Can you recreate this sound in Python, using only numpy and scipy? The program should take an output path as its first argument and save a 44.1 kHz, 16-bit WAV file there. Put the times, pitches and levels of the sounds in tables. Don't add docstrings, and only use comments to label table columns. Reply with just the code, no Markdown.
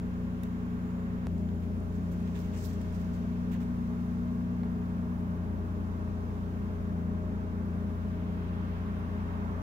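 import sys
import numpy as np
from scipy import signal
from scipy.fft import rfft, irfft, next_fast_len
from scipy.io import wavfile
from scipy.ndimage import uniform_filter1d

SR = 44100
rng = np.random.default_rng(int(sys.argv[2]) if len(sys.argv) > 2 else 0)


def how_loud(loudness_db):
    steps = np.asarray(loudness_db, float) / 20
    return 10 ** steps


def wav_record(signal):
    frames = np.transpose(np.atleast_2d(signal))
    bounded = np.clip(frames, -1, 1)
    quanta = np.round(bounded * 32767).astype(np.int16)
    wavfile.write(sys.argv[1], SR, quanta)


N = 424241
TIME_S = np.arange(N) / SR
CHANGE_S = 1.26955
IDLE_HZ = 29.3


def curve(table):
    time_s, value = np.transpose(table)
    return np.interp(TIME_S, time_s, value)


def on_log(hz, table, column):
    rows = np.array(table)
    return np.interp(np.log(hz), np.log(rows[:, 0]), rows[:, column])


def walk(rate_hz):
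    step = int(SR / rate_hz / 64)
    knots = rng.standard_normal(N // 64 // step + 3)
    joined = np.interp(np.arange(N // 64 + 2) / step, np.arange(len(knots)), knots)
    smooth = uniform_filter1d(joined, step)
    return 1.29 * np.interp(np.arange(N) / 64, np.arange(len(smooth)), smooth)


def bump(center_s, width_s):
    return np.exp(-((TIME_S - center_s) / width_s) ** 2)


def before_change():
    return 1. * (TIME_S < CHANGE_S)


def pan_gains(pan_db):
    return how_loud(np.array([[pan_db], [-pan_db]]) / 2)


# pitch_hz, left_minus_right_db, left_lead_rad
PORT_TONES = [(30, -3, .3), (59, -3, -0.64), (88.6, 5, 0.14), (118, -1, -0.13), (150, 8, -0.11),
              (178, 0.3, -0.21), (208, 2, -0.54), (230, 4, -0.41), (278, 5, 0.59), (408, -7.5, -0.34),
              (653, 12.5, -0.58)]


def tone(turns, hz, level_db, flutter_db, wander_rad):
    pan_db, lead_rad = on_log(hz, PORT_TONES, 1), on_log(hz, PORT_TONES, 2)
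    restart = np.clip((TIME_S - CHANGE_S) * 200, 0, 1) * (rng.random() - .5)
    phase = 2 * np.pi * (turns + rng.random() + restart) + wander_rad * walk(5)
    size = np.sqrt(2) * how_loud(level_db + flutter_db * walk(6))
    left = how_loud(pan_db / 2) * np.cos(phase + lead_rad / 2)
    right = how_loud(-pan_db / 2) * np.cos(phase - lead_rad / 2)
    return size * np.array([left, right])


# time_s, firing_hz
ENGINE_SPEED = [(1.269, 29.93), (1.27, 28.72), (1.7, 28.87), (2.25, 29.41), (2.55, 29.05), (2.9, 29.21),
                (3.15, 29.6), (3.6, 29.8), (4.5, 29.84), (5.3, 29.53), (5.5, 29.07), (6.2, 28.99),
                (6.55, 29.15), (7, 28.7), (7.45, 29.05), (7.75, 28.79), (8.3, 29.23), (9.62, 29.07)]


def firing_rate():
    return curve(ENGINE_SPEED) + 0.0498 * walk(3)


# pitch_hz, width_hz, depth_db
YARD_NULLS = [
    (174.08, 1.01, 8),
    (233.6, 2.4, 8),
]


def null_db(hz):
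    return sum(depth_db * np.exp(-((hz - null_hz) / width_hz) ** 2)
               for null_hz, width_hz, depth_db in YARD_NULLS)


# order, idle_db, slope_db_per_hz, loss_before_change_db
LOUD_ORDERS = [
    (3, -38.5, -4.5, 1.5),
    (6, -36, 0.2, 1.6),
    (7, -46, -12, -4),
    (8, -39.5, 5, 4.5),
    (4, -48.5, 4, 2),
    (9, -51.5, -3.5, 5),
]
STEADY_THIRDS = [3, 4, 5, 6, 7, 8, 10, 11, 13, 14, 15, 16, 17, 19, 20, 22, 23, 25, 26, 28, 30, 32, 33, 39,
                 40, 42, 45, 63]
STEADY_DB = [-55, -65, -64, -44.5, -68.5, -65, -59.5, -68, -59, -59, -57.5, -60, -59.5, -56.5, -56.5, -57.5,
             -56, -53.5, -65, -60, -65, -66.5, -61.5, -67, -69, -59, -67.5, -73]


def engine(hz):
    turns, mean_hz = np.cumsum(hz) / SR, np.mean(hz)
    out = np.zeros((2, N))
    for order, idle_db, slope_db, loss_db in LOUD_ORDERS:
        level_db = idle_db + slope_db * (hz - IDLE_HZ) - loss_db * before_change() - null_db(order * hz)
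        out += tone(order * turns, order * mean_hz, level_db, flutter_db=.5, wander_rad=0.042)
    for thirds, level_db in zip(STEADY_THIRDS, STEADY_DB):
        order = thirds / 3
        out += tone(order * turns, order * mean_hz, level_db, flutter_db=1.5, wander_rad=0.28)
    return out


# harmonic, idle_db, slope_db_per_hz, loss_before_change_db
BLADE_TONES = [
    (1, -46.5, 1.5, 3),
    (2, -56, -4, -2.2),
    (3, -61.5, -4, 8),
]


def fan(hz):
    fan_ratio, slip = 7.13, 0.001665
    turns = fan_ratio * np.cumsum(hz * (1 + slip * walk(4))) / SR
    mean_hz = fan_ratio * np.mean(hz)
    out = np.zeros((2, N))
    for harmonic, idle_db, slope_db, loss_db in BLADE_TONES:
        level_db = idle_db + slope_db * (hz - IDLE_HZ) - loss_db * before_change()
        out += tone(harmonic * turns, harmonic * mean_hz, level_db, flutter_db=1.24, wander_rad=0.25)
    return out


def far_machine():
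    pitch_hz, level_db, fade_db_per_s = 547.4, -64, 2.1
    return tone(pitch_hz * TIME_S, pitch_hz, level_db - fade_db_per_s * TIME_S,
                flutter_db=4.0, wander_rad=1.5)


# pitch_hz, left_db_per_hz, right_db_per_hz
RUMBLE = [(14, -85, -86), (22, -72, -73), (40, -70, -70), (72, -74, -74), (105, -72, -72), (150, -73, -73),
          (215, -68, -70), (255, -70, -72), (290, -72, -71), (350, -75, -77), (400, -76, -76),
          (470, -76, -79), (540, -77.5, -81)]
# pitch_hz, left_db_per_hz, right_db_per_hz
AIR = [(690, -78, -80), (920, -82, -78), (1160, -81, -80), (1527, -86.5, -84.5), (1876, -92.5, -90.5),
       (2500, -93, -99), (3630, -101, -102), (4280, -107, -105), (6300, -109, -107), (7200, -114, -109),
       (7900, -115, -114), (9000, -115, -114), (11300, -112, -111), (15600, -113, -112)]
# pitch_hz, likeness_0_to_1, left_lead_rad
LIKENESS = [(30, .95, 0), (250, .92, -.2), (400, .72, -.7), (520, .62, -.2), (640, .45, -.9),
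            (760, .1, -2.2), (900, .55, -2.6), (1100, .5, -2.1), (1380, .8, -3.1), (1600, .4, -3.5),
            (2300, .25, -4.5), (3300, .25, -3.1), (6000, .08, -3.1), (15000, .05, -3.1)]
# delay_s, gain
WALL_ECHOES = [
    (.0019, .17),
    (.0033, .15),
    (.0058, .12),
]


def port_noise(hz, size):
    shared, *own = (rfft(rng.standard_normal(size)) * np.sqrt(SR / 2) for _ in range(3))
    like = np.clip(on_log(hz, LIKENESS, 1), 0, 1)
    lead = np.exp(.5j * on_log(hz, LIKENESS, 2))
    echo_band = (hz > 600) * (hz < 8000)
    ports = []
    for port, (turn, stretch) in enumerate([(lead, 1), (1 / lead, 1.13)]):
        noise = np.sqrt(like) * shared * turn + np.sqrt(1 - like) * own[port]
        echoes = sum(gain * np.exp(-2j * np.pi * hz * delay_s * stretch) for delay_s, gain in WALL_ECHOES)
        ports.append(how_loud(on_log(hz, RUMBLE + AIR, port + 1)) * noise * (1 + echo_band * echoes))
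    return np.array(ports)


# time_s, level_db
TRAFFIC = [
    (0, -3),
    (1.269, -1.5),
    (1.27, -5.5),
    (3.2, -2),
    (4.8, -0.5),
    (7.3, -0.2),
    (8.2, -1),
    (8.7, 1.5),
    (9.62, 5.5),
]


def air(engine_hz):
    size = next_fast_len(N)
    hz = np.maximum(np.arange(size // 2 + 1) * SR / size, 1)
    ports = port_noise(hz, size)
    drone_db = curve(TRAFFIC)
    brush_db = 5.5 * bump(2.73, .8)
    car_db = 4.5 * bump(8.64, 0.62)
    tyre_db = -1.4 + 0.32 * drone_db + 1.5 * before_change() + car_db + 0.65 * brush_db
    load_db = -3.5 * (engine_hz - np.mean(engine_hz))
    middle_db = (drone_db + tyre_db) / 2 + 0.83 + 1.5 * before_change()
    swell_db = [0, 0, 0, load_db, load_db / 2 + 0.33 * drone_db, drone_db,
                middle_db, tyre_db, brush_db, 0.44 * brush_db]
    centers_hz = [40, 90, 180, 350, 600, 1100, 1800, 3000, 6500, 11000]
    place = np.interp(np.log(hz), np.log(centers_hz), np.arange(10))
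    out = np.zeros((2, N))
    for k, level_db in enumerate(swell_db):
        band = irfft(ports * np.clip(1 - abs(place - k), 0, 1), size)[:, :N]
        out += band * how_loud(level_db + 0.52 * walk(3.1))
    return out


def crickets():
    pitch_hz, width_hz, level_db, fade_db, fade_s = 7060, 340, -79.5, -9, 1.6
    edges_hz = [pitch_hz - width_hz / 2, pitch_hz + width_hz / 2]
    sos = signal.butter(2, edges_hz, "bandpass", fs=SR, output="sos")
    band = signal.sosfilt(sos, rng.standard_normal((2, N)))
    faded = 1 - np.exp(-np.maximum(TIME_S - CHANGE_S, 0) / fade_s)
    return band / band.std() * how_loud(level_db + fade_db * faded + 1.5 * walk(9))


def handling(table, length_s, trim_db, rise):
    out = np.zeros((2, N))
    ranges_hz = [1200, 4000], [3500, 9000], [8000, 17000]
    filters = [signal.butter(2, edges, "bandpass", fs=SR, output="sos") for edges in ranges_hz]
    time = np.arange(int(SR / 4)) / SR / length_s
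    shape = (1 - np.exp(-time / rise)) * np.exp(-time ** 2 * 2)
    for start_s, level_db, low_db, pan_db in table:
        high_db = -16.5 - 0.43 * pan_db
        uneven = np.repeat(rng.standard_normal((2, len(time) // 30 + 1)), 30, axis=1)[:, :len(time)]
        grains = shape * rng.standard_normal((2, len(time))) * how_loud(3.5 * uneven)
        gains_db = low_db + 5.5, 0, high_db + 8.5
        burst = sum(how_loud(db) * signal.sosfilt(sos, grains) for db, sos in zip(gains_db, filters))
        start = int(start_s * SR)
        out[:, start:start + len(time)] += burst * how_loud(level_db + trim_db) * pan_gains(pan_db)
    return out


# start_s, peak_db, low_part_db, left_minus_right_db
TICKS = [(0.429, -55, -8, -6.5), (0.4336, -44, -2.5, -17), (1.3798, -49, -12, 1.5), (1.488, -55, 8, -7),
         (1.6644, -62, 0.1, -2.1), (1.765, -61, -6, -3.5), (1.923, -53, -7, -4), (2.658, -44, -15, -14),
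         (2.814, -41, -6, 0.6), (3.5097, -53, 0.1, -5), (3.632, -58, -1.1, -3.5)]


def ticks():
    return handling(TICKS, length_s=0.0058, trim_db=-5.5, rise=0.057)


# start_s, peak_db, low_part_db, left_minus_right_db
RUSTLES = [(0.4334, -57, -1, -8), (1.3796, -61, -14, 1.5), (1.6194, -60, 4, -3), (1.936, -57, -9, -6),
           (2.1093, -54, -4, -10), (2.2595, -58, 3, -6), (2.345, -48.5, 2.5, -3), (2.3844, -51.5, -12, -11),
           (2.43, -55, -1, -10), (2.5294, -49, 0.6, -2.1), (2.559, -45, -4, 0.6), (2.5789, -46, -9, 0.1),
           (2.599, -48, -11, -2.1), (2.6194, -43, -8, -4), (2.638, -45, -20, -13), (2.6794, -48, -7, -6),
           (2.7194, -50, -7, -2.1), (2.7997, -59, -13, 1.5), (2.9344, -51, -9, -2.5),
           (2.9898, -54, -11, -7), (3.1292, -54, -13, -5), (3.5111, -51.5, 1, -12), (3.528, -54.5, 5, -3),
           (3.5994, -52.5, 0.1, -8)]


def rustles():
    return handling(RUSTLES, length_s=0.052, trim_db=-2, rise=0.17)


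# start_s, peak_db, ring_hz, width_hz, left_minus_right_db
TAPS = [(.4335, -52, 9300, 700, -11), (.436, -52, 3700, 300, -5), (1.804, -53, 8000, 3000, -5),
        (2.203, -54, 9000, 9000, -4), (2.659, -51, 12300, 900, -9), (2.7126, -43, 2800, 5000, 2),
        (2.926, -52, 9000, 12000, -2), (3.0463, -52, 7000, 5000, -2), (3.536, -51, 2500, 500, -4),
        (3.543, -50, 2100, 350, -4), (3.549, -50, 1800, 400, -4), (4.633, -43, 700, 700, 1.5),
        (4.6334, -53, 4400, 1500, -4), (4.634, -45, 1805, 700, -4), (4.641, -52, 1900, 900, -4)]


def taps():
    out, time_s = np.zeros((2, N)), np.arange(SR // 50) / SR
    for start_s, level_db, ring_hz, width_hz, pan_db in TAPS:
        ring = time_s * np.exp(-np.pi * width_hz * time_s) * np.sin(2 * np.pi * ring_hz * time_s)
        push = rng.standard_normal(40) * np.exp(-np.arange(40) / 12)
        tap = np.convolve(ring, push)[:len(time_s)]
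        start = int(start_s * SR)
        out[:, start:start + len(time_s)] += tap / abs(tap).max() * how_loud(level_db) * pan_gains(pan_db)
    return out


def scene():
    hz = firing_rate()
    yard = engine(hz) + fan(hz) + far_machine() + air(hz) + crickets()
    hand = ticks() + rustles() + taps()
    return yard + hand


def low_pass(x):
    return signal.sosfilt(signal.butter(12, 16700, fs=SR, output="sos"), x)


def record(dry):
    time_s = TIME_S - CHANGE_S
    step = -0.047 * np.clip(time_s * SR, -.5, .5) * np.exp(-np.abs(time_s) / 0.0025)
    top = signal.ellip(12, .2, 90, 15720, fs=SR, output="sos")
    mix = signal.sosfilt(top, dry + step) - .0006
    return low_pass(mix)


dry = scene()
out = record(dry)
wav_record(out)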